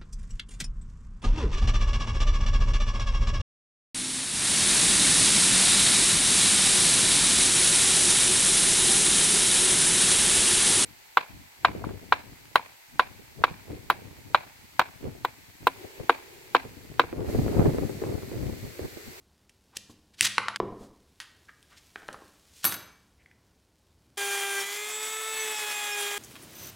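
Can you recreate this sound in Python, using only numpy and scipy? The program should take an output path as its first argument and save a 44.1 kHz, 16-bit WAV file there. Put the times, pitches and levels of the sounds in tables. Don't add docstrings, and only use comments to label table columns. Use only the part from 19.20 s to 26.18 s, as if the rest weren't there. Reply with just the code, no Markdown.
import sys
import numpy as np
from scipy import signal
from scipy.fft import rfft, irfft
from scipy.io import wavfile
from scipy.ndimage import uniform_filter1d

SR = 44100
rng = np.random.default_rng(int(sys.argv[2]) if len(sys.argv) > 2 else 0)


def unload_wav(signal):
    wavfile.write(
        sys.argv[1],
        SR,
        np.round(np.clip(np.atleast_2d(signal).T, -1, 1) * 32767).astype(np.int16),
    )


N = 307818
TIME = np.arange(N) / SR
PRISING_END_S, HANDLING_START_S, GRIND_START_S = 1.372, 1.55, 4.971


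def undb(db):
    return 10 ** (np.asarray(db) / 20)


def unit(x):
    return x / np.sqrt(np.mean(x ** 2))


def on_log_axis(hz, points):
    f, value = np.transpose(points)
    return np.interp(np.log(np.maximum(hz, 1)), np.log(f), value)


def colour(x, spectrum, tilt_db=0, size=4096):
    hz = np.arange(size // 2 + 1) * SR / size
    gain_db = on_log_axis(hz, spectrum) + tilt_db * np.log2(np.maximum(hz, 20) / SR)
    cepstrum = irfft(np.log(undb(gain_db)))
    cepstrum[1:size // 2] *= 2
    cepstrum[size // 2 + 1:] = 0
    impulse_response = irfft(np.exp(rfft(cepstrum)))
    return signal.fftconvolve(x, impulse_response)[:len(x)]


def resonance(x, hz, width_hz):
    return signal.lfilter(*signal.iirpeak(min(hz, SR / 3), hz / min(width_hz, SR / 3), SR), x)


def wander(rate_hz):
    hold = int(SR / rate_hz)
    steps = np.repeat(rng.standard_normal(N // hold + 1), hold)
    return unit(uniform_filter1d(uniform_filter1d(steps, hold), hold)[:N])


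def grains(spread_db, count=N):
    return unit(rng.standard_normal(count) * undb(spread_db * np.minimum(rng.exponential(size=count), 6)))


def swells(rows):
    return sum(db * np.exp(-np.minimum(((TIME - s) / half_s) ** 2, 20)) for s, half_s, db in rows)


def add_hit(track, s, x, db):
    start = int(s * SR)
    x = x * undb(db) * np.sqrt(SR / 100 / np.sum(x ** 2))
    track[start:start + len(x)] += x[:N - start]


def impacts(rows, body, chatter_db, count=8192):
    out = np.zeros(N)
    for s, db, tilt_db, chatter_s in rows:
        force = rng.standard_normal(count) * np.exp(-TIME[:count] / chatter_s)
        force *= undb(chatter_db) / np.linalg.norm(force)
        force[0] += 1
        add_hit(out, s, colour(force, body, tilt_db), db)
    return out


def ring(modes, scatter_db, count=32768):
    t = TIME[:count]
    out = np.zeros(count)
    for hz, db, t60 in modes:
        envelope = undb(db + scatter_db * rng.standard_normal() - 60 * t / t60)
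        out += envelope * np.sin(2 * np.pi * (hz * t + rng.random()))
    return out


# f/Hz, T60/s
ROOM_DECAY = [(100, 0.68), (260, 0.68), (700, 0.66), (1800, 0.68), (5000, .55), (13000, .35)]
def room(x, wet_db, side_db, count=40000):
    hz, t, cells = signal.stft(rng.standard_normal((2, count)), SR, nperseg=256)
    tail_db = on_log_axis(hz, [(120, 4.5), (400, 4), (1200, -0.5), (4000, -1), (12000, -4)])
    width_db = on_log_axis(hz, [(300, -6), (2000, -10), (4000, 2.5), (12000, 6.5)])
    cells *= undb(tail_db[:, None] - 60 * t / on_log_axis(hz, ROOM_DECAY)[:, None])
    cells[1] *= undb(width_db)[:, None]
    onset = np.clip((TIME[:count] - .003) / .0017, 0, 1)
    mid, side = signal.istft(cells, SR)[1][:, :count] * onset
    tails = (mid + undb(side_db) * np.array([side, -side])) / np.linalg.norm(mid)
    return x + undb(wet_db) * signal.fftconvolve(x[None], tails, axes=1)[:, :N]


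# f/Hz, relative level/dB
AIR_SPECTRUM = [(15, -45), (25, -16), (76, -3.5), (114, -10), (277, -14), (405, -17), (641, -21.5),
                (988, -24), (1100, -24.5), (1230, -30), (1400, -27), (2550, -38), (5430, -35.5),
                (6050, -41.5), (16000, -48.5)]
# t/s, level/dB
GLOVE_RUSTLE = [(0, -73), (.9, -71.5), (1.9, -71), (2.4, -66.5), (3.3, -63.5), (4.0, -73.5), (4.95, -74.5)]
def background():
    rumble = unit(colour(rng.standard_normal(N), AIR_SPECTRUM)) * undb(-66 + .8 * wander(rate_hz=8))
    rustle = unit(resonance(grains(spread_db=3.5), hz=3600, width_hz=5900))
    rustle *= undb(np.interp(TIME, *np.transpose(GLOVE_RUSTLE)) + wander(rate_hz=16))
    return (rumble + rustle) * undb(-15 * np.clip((TIME - GRIND_START_S) / .016, 0, 1))


def noise_bursts(rows, relative_width):
    out = np.zeros(N)
    for s, db, half_s, hz in rows:
        near = np.abs(TIME - s) < np.pi * half_s
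        width_hz = relative_width * hz
        noise = grains(spread_db=2.5, count=near.sum())
        band = resonance(resonance(noise, hz, width_hz), hz, width_hz)
        swell = np.exp(-((TIME[near] - s) / half_s) ** 2)
        out[near] += unit(band * swell) * np.sqrt(np.mean(swell ** 2)) * undb(db)
    return out


# t/s, level/dB, half length/s, centre f/Hz
SCRAPES_AND_HISS = [(.566, -47.5, 0.0099, 4000), (.71, -59.5, .02, 5000), (.945, -58, 0.0084, 2980),
                    (1.0, -44.5, 0.017, 3500), (1.03, -27.5, .011, 4430), (1.052, -20, 0.0088, 3600),
                    (1.07, -23.5, .006, 3100), (1.63, -62, .048, 4960), (2.58, -54, .014, 3504),
                    (3.39, -55.5, 0.054, 4890), (3.438, -41.5, 0.0081, 3980)]
GLOVE_RUBS = [(.548, -59, .02, 984), (1.63, -49.5, 0.028, 250), (2.53, -58, .025, 1490)]
PART_SQUEAKS = [(2.293, -46.5, 0.0082, 1644), (4.01, -66.5, .02, 2104), (4.061, -50, .002, 2080),
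                (4.115, -54, .002, 1962)]
def small_noises():
    broad = noise_bursts(SCRAPES_AND_HISS, relative_width=1.75) + noise_bursts(GLOVE_RUBS, relative_width=1.6)
    return broad + noise_bursts(PART_SQUEAKS, relative_width=.35)


# t/s, level/dB, tilt/(dB per octave), chatter decay/s
BENCH_KNOCKS = [(.697, -48.5, -7, 0.01), (1.4012, -22, -1.5, 0.002), (1.424, -36, -7, 0.0096),
                (1.525, -42, -6.5, .012), (1.61, -45, -8.5, 0.012), (2.89, -46.5, -2, .006),
                (3.021, -50.5, -2, .005)]
# f/Hz, relative level/dB
BENCH_SPECTRUM = [(40, -33.5), (110, -12.5), (250, -3), (380, 1.5), (600, -3.5), (820, -7.5), (1080, -0.5),
                  (1300, -9), (1550, -18.5), (2300, -22.5), (4500, -31.5), (8000, -45.5), (16000, -64)]
def knocks():
    return impacts(BENCH_KNOCKS, BENCH_SPECTRUM, chatter_db=-.5)


# t/s, level/dB, tilt/(dB per octave), chatter decay/s
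METAL_SNAPS = [(.295, -57, -0.5, 0.0043), (.5685, -36.5, -1.5, 0.0025), (.5705, -35.5, 4, .001),
               (1.0092, -14, -1, 0.00092), (2.428, -59, 3, 0.0021)]
# f/Hz, relative level/dB
SNAP_SPECTRUM = [(100, -26), (400, -15), (900, -28), (1600, -13), (2400, -4), (3200, 0), (4100, -8.5),
                 (5300, -4.5), (7000, -10), (9800, -7), (11500, -17.5), (16000, -28.5)]
def snaps():
    return impacts(METAL_SNAPS, SNAP_SPECTRUM, chatter_db=1)


# t/s, level/dB, tilt/(dB per octave), chatter decay/s
GEAR_BOUNCES = [(1.1815, -17.5, -1, 0.0023), (1.284, -25.5, 1, .003), (1.36, -30.5, 4, 0.0026),
                (2.002, -37, 6.5, 0.019), (2.7588, -37.5, -4, 0.0019), (2.82, -53, -5, 0.0035),
                (2.831, -52, -8, .004), (2.883, -51.5, 8, 0.0015), (2.888, -35.5, -8.5, 0.0026),
                (2.929, -50.5, 11.5, 0.0056), (2.944, -42, -3.5, 0.0044)]
# f/Hz, relative level/dB
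GEAR_SPECTRUM = [(60, -47), (300, -22), (750, -10.5), (1150, -2.5), (1600, -1.5), (2300, -8), (3100, -11),
                 (4500, -15.5), (6500, -25), (10000, -33.5), (13000, -46.5), (16000, -54)]
def gear():
    out = impacts(GEAR_BOUNCES, GEAR_SPECTRUM, chatter_db=1)
    for s, db, tilt_db, _ in GEAR_BOUNCES:
        ringing = ring([(10300, -.5, .2), (10460, -4.5, .15)], scatter_db=0)
        add_hit(out, s, ringing, db - 34 + 2 * tilt_db)
    return out


# t/s, clack level/dB, ring level/dB
TOOL_LANDINGS = [(3.4431, -24, -39), (3.451, -22, -17.5), (3.4702, -35, -31), (3.523, -31.5, -49),
                 (3.542, -36, -47)]
# f/Hz, relative level/dB
CLACK_SPECTRUM = [(50, -28), (115, -10), (200, -6.5), (600, -6.5), (1400, 4), (2800, -4.5), (4200, -2),
                  (7000, -6.5), (12000, 0), (16000, -5.5)]
# f/Hz, relative level/dB, T60/s
STEEL_MODES = [(1405, -23, 0.302), (2280, -24, 0.41), (3840, -14.5, .26), (4267, -16, 0.22),
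               (4530, -12, .2), (6200, -13, 0.43), (6220, -19, 0.48), (7500, -27, .45), (8150, -16, 0.48),
               (8910, -11, 0.21), (9500, -11.5, .24), (10120, -11, 0.22), (10430, -18, .35),
               (11330, -6, 0.212), (11920, 7.5, 0.13), (12070, 1, 0.12), (12700, -13, .14),
               (13850, -18.5, 0.204), (14100, -14.5, .22), (15080, -20, 0.2376)]
def steel_tool(rattles=7, rattle_start_s=3.459, gap_s=.017, fade_db_per_s=106):
    after_s = gap_s * (np.arange(rattles) + .5 * rng.random(rattles))
    rattle_db = -33 - fade_db_per_s * after_s
    touches = list(TOOL_LANDINGS) + list(zip(rattle_start_s + after_s, rattle_db, rattle_db - 12))
    hardest_db = max(db for _, db, _ in touches)
    clacks = [(s, db, .118 * (db - hardest_db), .006) for s, db, _ in touches]
    out = impacts(clacks, CLACK_SPECTRUM, chatter_db=4)
    for s, _, ring_db in touches:
        add_hit(out, s, ring(STEEL_MODES, scatter_db=1.5), ring_db)
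    return out


# f/Hz, relative level/dB, T60/s
BENCH_MODES = [(89, -7, .5), (114.3, 1.5, .6), (147, -7.5, 0.3), (202, -0.5, 0.84), (250, -2.5, 0.24),
               (316.4, -1, 0.38)]
def bench_boom():
    out = np.zeros(N)
    onset = np.clip(TIME[:32768] / .006, 0, 1)
    couplings = (BENCH_KNOCKS, -11), (METAL_SNAPS, -24), (GEAR_BOUNCES, -28), (TOOL_LANDINGS, -18)
    for blows, coupling_db in couplings:
        for s, db, *_ in blows:
            add_hit(out, s, ring(BENCH_MODES, scatter_db=1) * onset, db + coupling_db)
    return out


# t/s, level/dB, half length/s, centre f/Hz
SHEET_SQUEALS = [(5.41, -41, 0.026, 5540), (6.225, -41, .04, 6110), (6.365, -46, .045, 5560),
                 (6.51, -43, .03, 5400), (6.73, -40, 0.023, 5350)]
def squeals():
    return noise_bursts(SHEET_SQUEALS, relative_width=.01)


# t/s, half length/s, centre f/Hz, change/dB
SHEET_CHATTERS = [(5.026, 0.02, 1810, 8), (5.14, 0.044, 1640, 7), (5.2, 0.013, 1600, -6),
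                  (5.237, 0.023, 1850, 12.5), (5.32, 0.046, 1580, 6), (5.382, 0.018, 1910, 13.5),
                  (5.535, 0.13, 2080, 5.5), (6.026, 0.14, 1290, 9), (6.214, 0.046, 2000, 11),
                  (6.6, .12, 2500, 3.5)]
def chatter_gain_db(tone_hz, width_hz=380):
    return swells([(s, half_s, db * np.exp(-((tone_hz - hz) / width_hz) ** 2))
                   for s, half_s, hz, db in SHEET_CHATTERS if abs(tone_hz - hz) < 2 * width_hz])


def spindle_tone(phase, db, waver_db):
    return np.sqrt(2) * undb(db + waver_db * wander(rate_hz=22)) * np.sin(phase + 2 * np.pi * rng.random())


# order, light base level/dB, pressed base level/dB
SPINDLE_TONES = [(1.0024, -46, -39), (2, -52.5, -41.5), (3, -50, -50), (4.01, -49, -41.5),
                 (4.99, -45.5, -48), (5.99, -48.5, -39.5), (7.03, -59, -51), (8, -49, -42),
                 (9.01, -58.5, -48), (11, -66, -61), (13, -70, -55.5), (16, -54, -53), (17, -52, -70),
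                 (18, -47.5, -47), (24.2, -70, -49.5), (3.42, -69, -54.5), (5.71, -49.5, -66),
                 (6.26, -64, -64), (6.74, -75, -51), (7.66, -51, -51), (8.33, -47.5, -50),
                 (8.59, -52.5, -53)]
# t/s, half length/s, change/dB
HUM_DIPS = [(6.38, .03, -21), (6.6, 0.16, -13)]
def whine(spin_hz, angle, load):
    out = np.zeros(N)
    mean_hz = np.mean(spin_hz[TIME > GRIND_START_S])
    housing_hz, half_width_hz = 7900, 260
    for order, light_db, pressed_db in SPINDLE_TONES:
        db = light_db + (pressed_db - light_db) * load - 1.5
        db += 10 / (1 + ((order * spin_hz - housing_hz) / half_width_hz) ** 2)
        db += chatter_gain_db(order * mean_hz)
        if round(order) == 1:
            db += swells(HUM_DIPS)
        out += spindle_tone(order * angle, db, waver_db=min(.79 * order, 1.8))
    return out


# f/Hz, relative level/dB
RASP_SPECTRUM = [(60, -84), (150, -26.5), (260, -12), (450, -10.5), (750, -5), (1100, -2), (1500, -3),
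                 (2100, 1.5), (2700, -2.5), (3400, -2), (4000, -7), (6000, -18.5), (16000, -41)]
GRIT_SPECTRUM = [(100, -62), (1500, -26), (3500, -10), (4500, -2), (5200, -2), (6100, 2), (7000, 1),
                 (8500, 0.5), (9800, 1), (11000, -2), (13000, -4.5), (15800, -7.5)]
# t/s, half length/s, rise/dB
STONE_DIGS = [(5.21, 0.028, 3), (6.24, .03, 2), (6.395, .025, 2), (6.515, 0.023, 4.5), (6.63, 0.022, 2),
              (6.81, 0.034, 1)]
def abrasion(angle, load, cutting):
    cutting_db = 3 * cutting
    buzz = sum(spindle_tone(order * angle, -57.5 + cutting_db - .27 * order, waver_db=4)
               for order in range(10, 36))
    bite = unit(np.exp(.5 * np.cos(angle)) * undb(.97 * wander(rate_hz=150)))
    dig_db = swells(STONE_DIGS) + wander(rate_hz=25)
    rasp = unit(colour(grains(spread_db=1.5) * bite, RASP_SPECTRUM)) * undb(-42.5 + 3.5 * load + dig_db)
    hiss = unit(colour(grains(spread_db=.5) * bite, GRIT_SPECTRUM)) * undb(-40.5 + cutting_db + dig_db)
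    return buzz + rasp + hiss


# f/Hz, bandwidth/Hz, level under firm pressure/dB
SHEET_MODES = [(6150, 160, -53), (8840, 270, -50), (9700, 400, -46)]
def sheet_ring(cutting):
    out = np.zeros(N)
    for hz, width_hz, db in SHEET_MODES:
        band = resonance(resonance(grains(spread_db=.5), hz, width_hz), hz, width_hz)
        out += unit(band) * undb(db) * cutting ** 2
    return out


def spindle_speed(pressure, free_hz=446, sag_hz=48, lag_s=.3):
    pole = np.exp(-1 / (lag_s * SR))
    drag = pressure[0] + signal.lfilter([1 - pole], [1, -pole], pressure - pressure[0])
    return free_hz - sag_hz * drag


# t/s, relative pressure (0 = barely touching, 1 = firm)
STONE_PRESSURE = [(4.9, 0.94), (5.416, 1.135), (5.475, -0.05), (5.689, 0.04), (6.062, 0.036), (6.295, 0.76),
                  (6.77, 0.854), (6.796, 1.15), (6.921, 0.61)]
def grinder():
    pressure = np.interp(TIME, *np.transpose(STONE_PRESSURE))
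    load = np.clip(pressure, 0, 1)
    cutting = load ** 5
    tremble = (.00058 + .00141 * load) * wander(rate_hz=90)
    spin_hz = spindle_speed(pressure) * (1 + tremble)
    angle = 2 * np.pi * np.cumsum(spin_hz) / SR
    return whine(spin_hz, angle, load) + abrasion(angle, load, cutting) + sheet_ring(cutting)


def scene():
    clatter = snaps() + gear() + small_noises()
    prising = room(clatter, wet_db=-12, side_db=-11.5) * (TIME < PRISING_END_S)
    handling = room(clatter * (TIME > HANDLING_START_S), wet_db=-9.5, side_db=-36)
    bench = room(knocks(), wet_db=-11, side_db=-28.5) + bench_boom()
    grinding = room(grinder() + squeals(), wet_db=-20.5, side_db=-8)
    running = np.clip((TIME - GRIND_START_S) / .0064, 0, 1)
    steel = room(steel_tool(), wet_db=-10.5, side_db=-17)
    return prising + handling + bench + steel + grinding * running + background()


def record(dry, ceiling=.8, cutoff_hz=15850):
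    rounded = ceiling * np.tanh(dry / ceiling)
    return signal.sosfilt(signal.ellip(12, .1, 80, cutoff_hz, fs=SR, output="sos"), rounded)


dry = scene()
out = record(dry)
unload_wav(out)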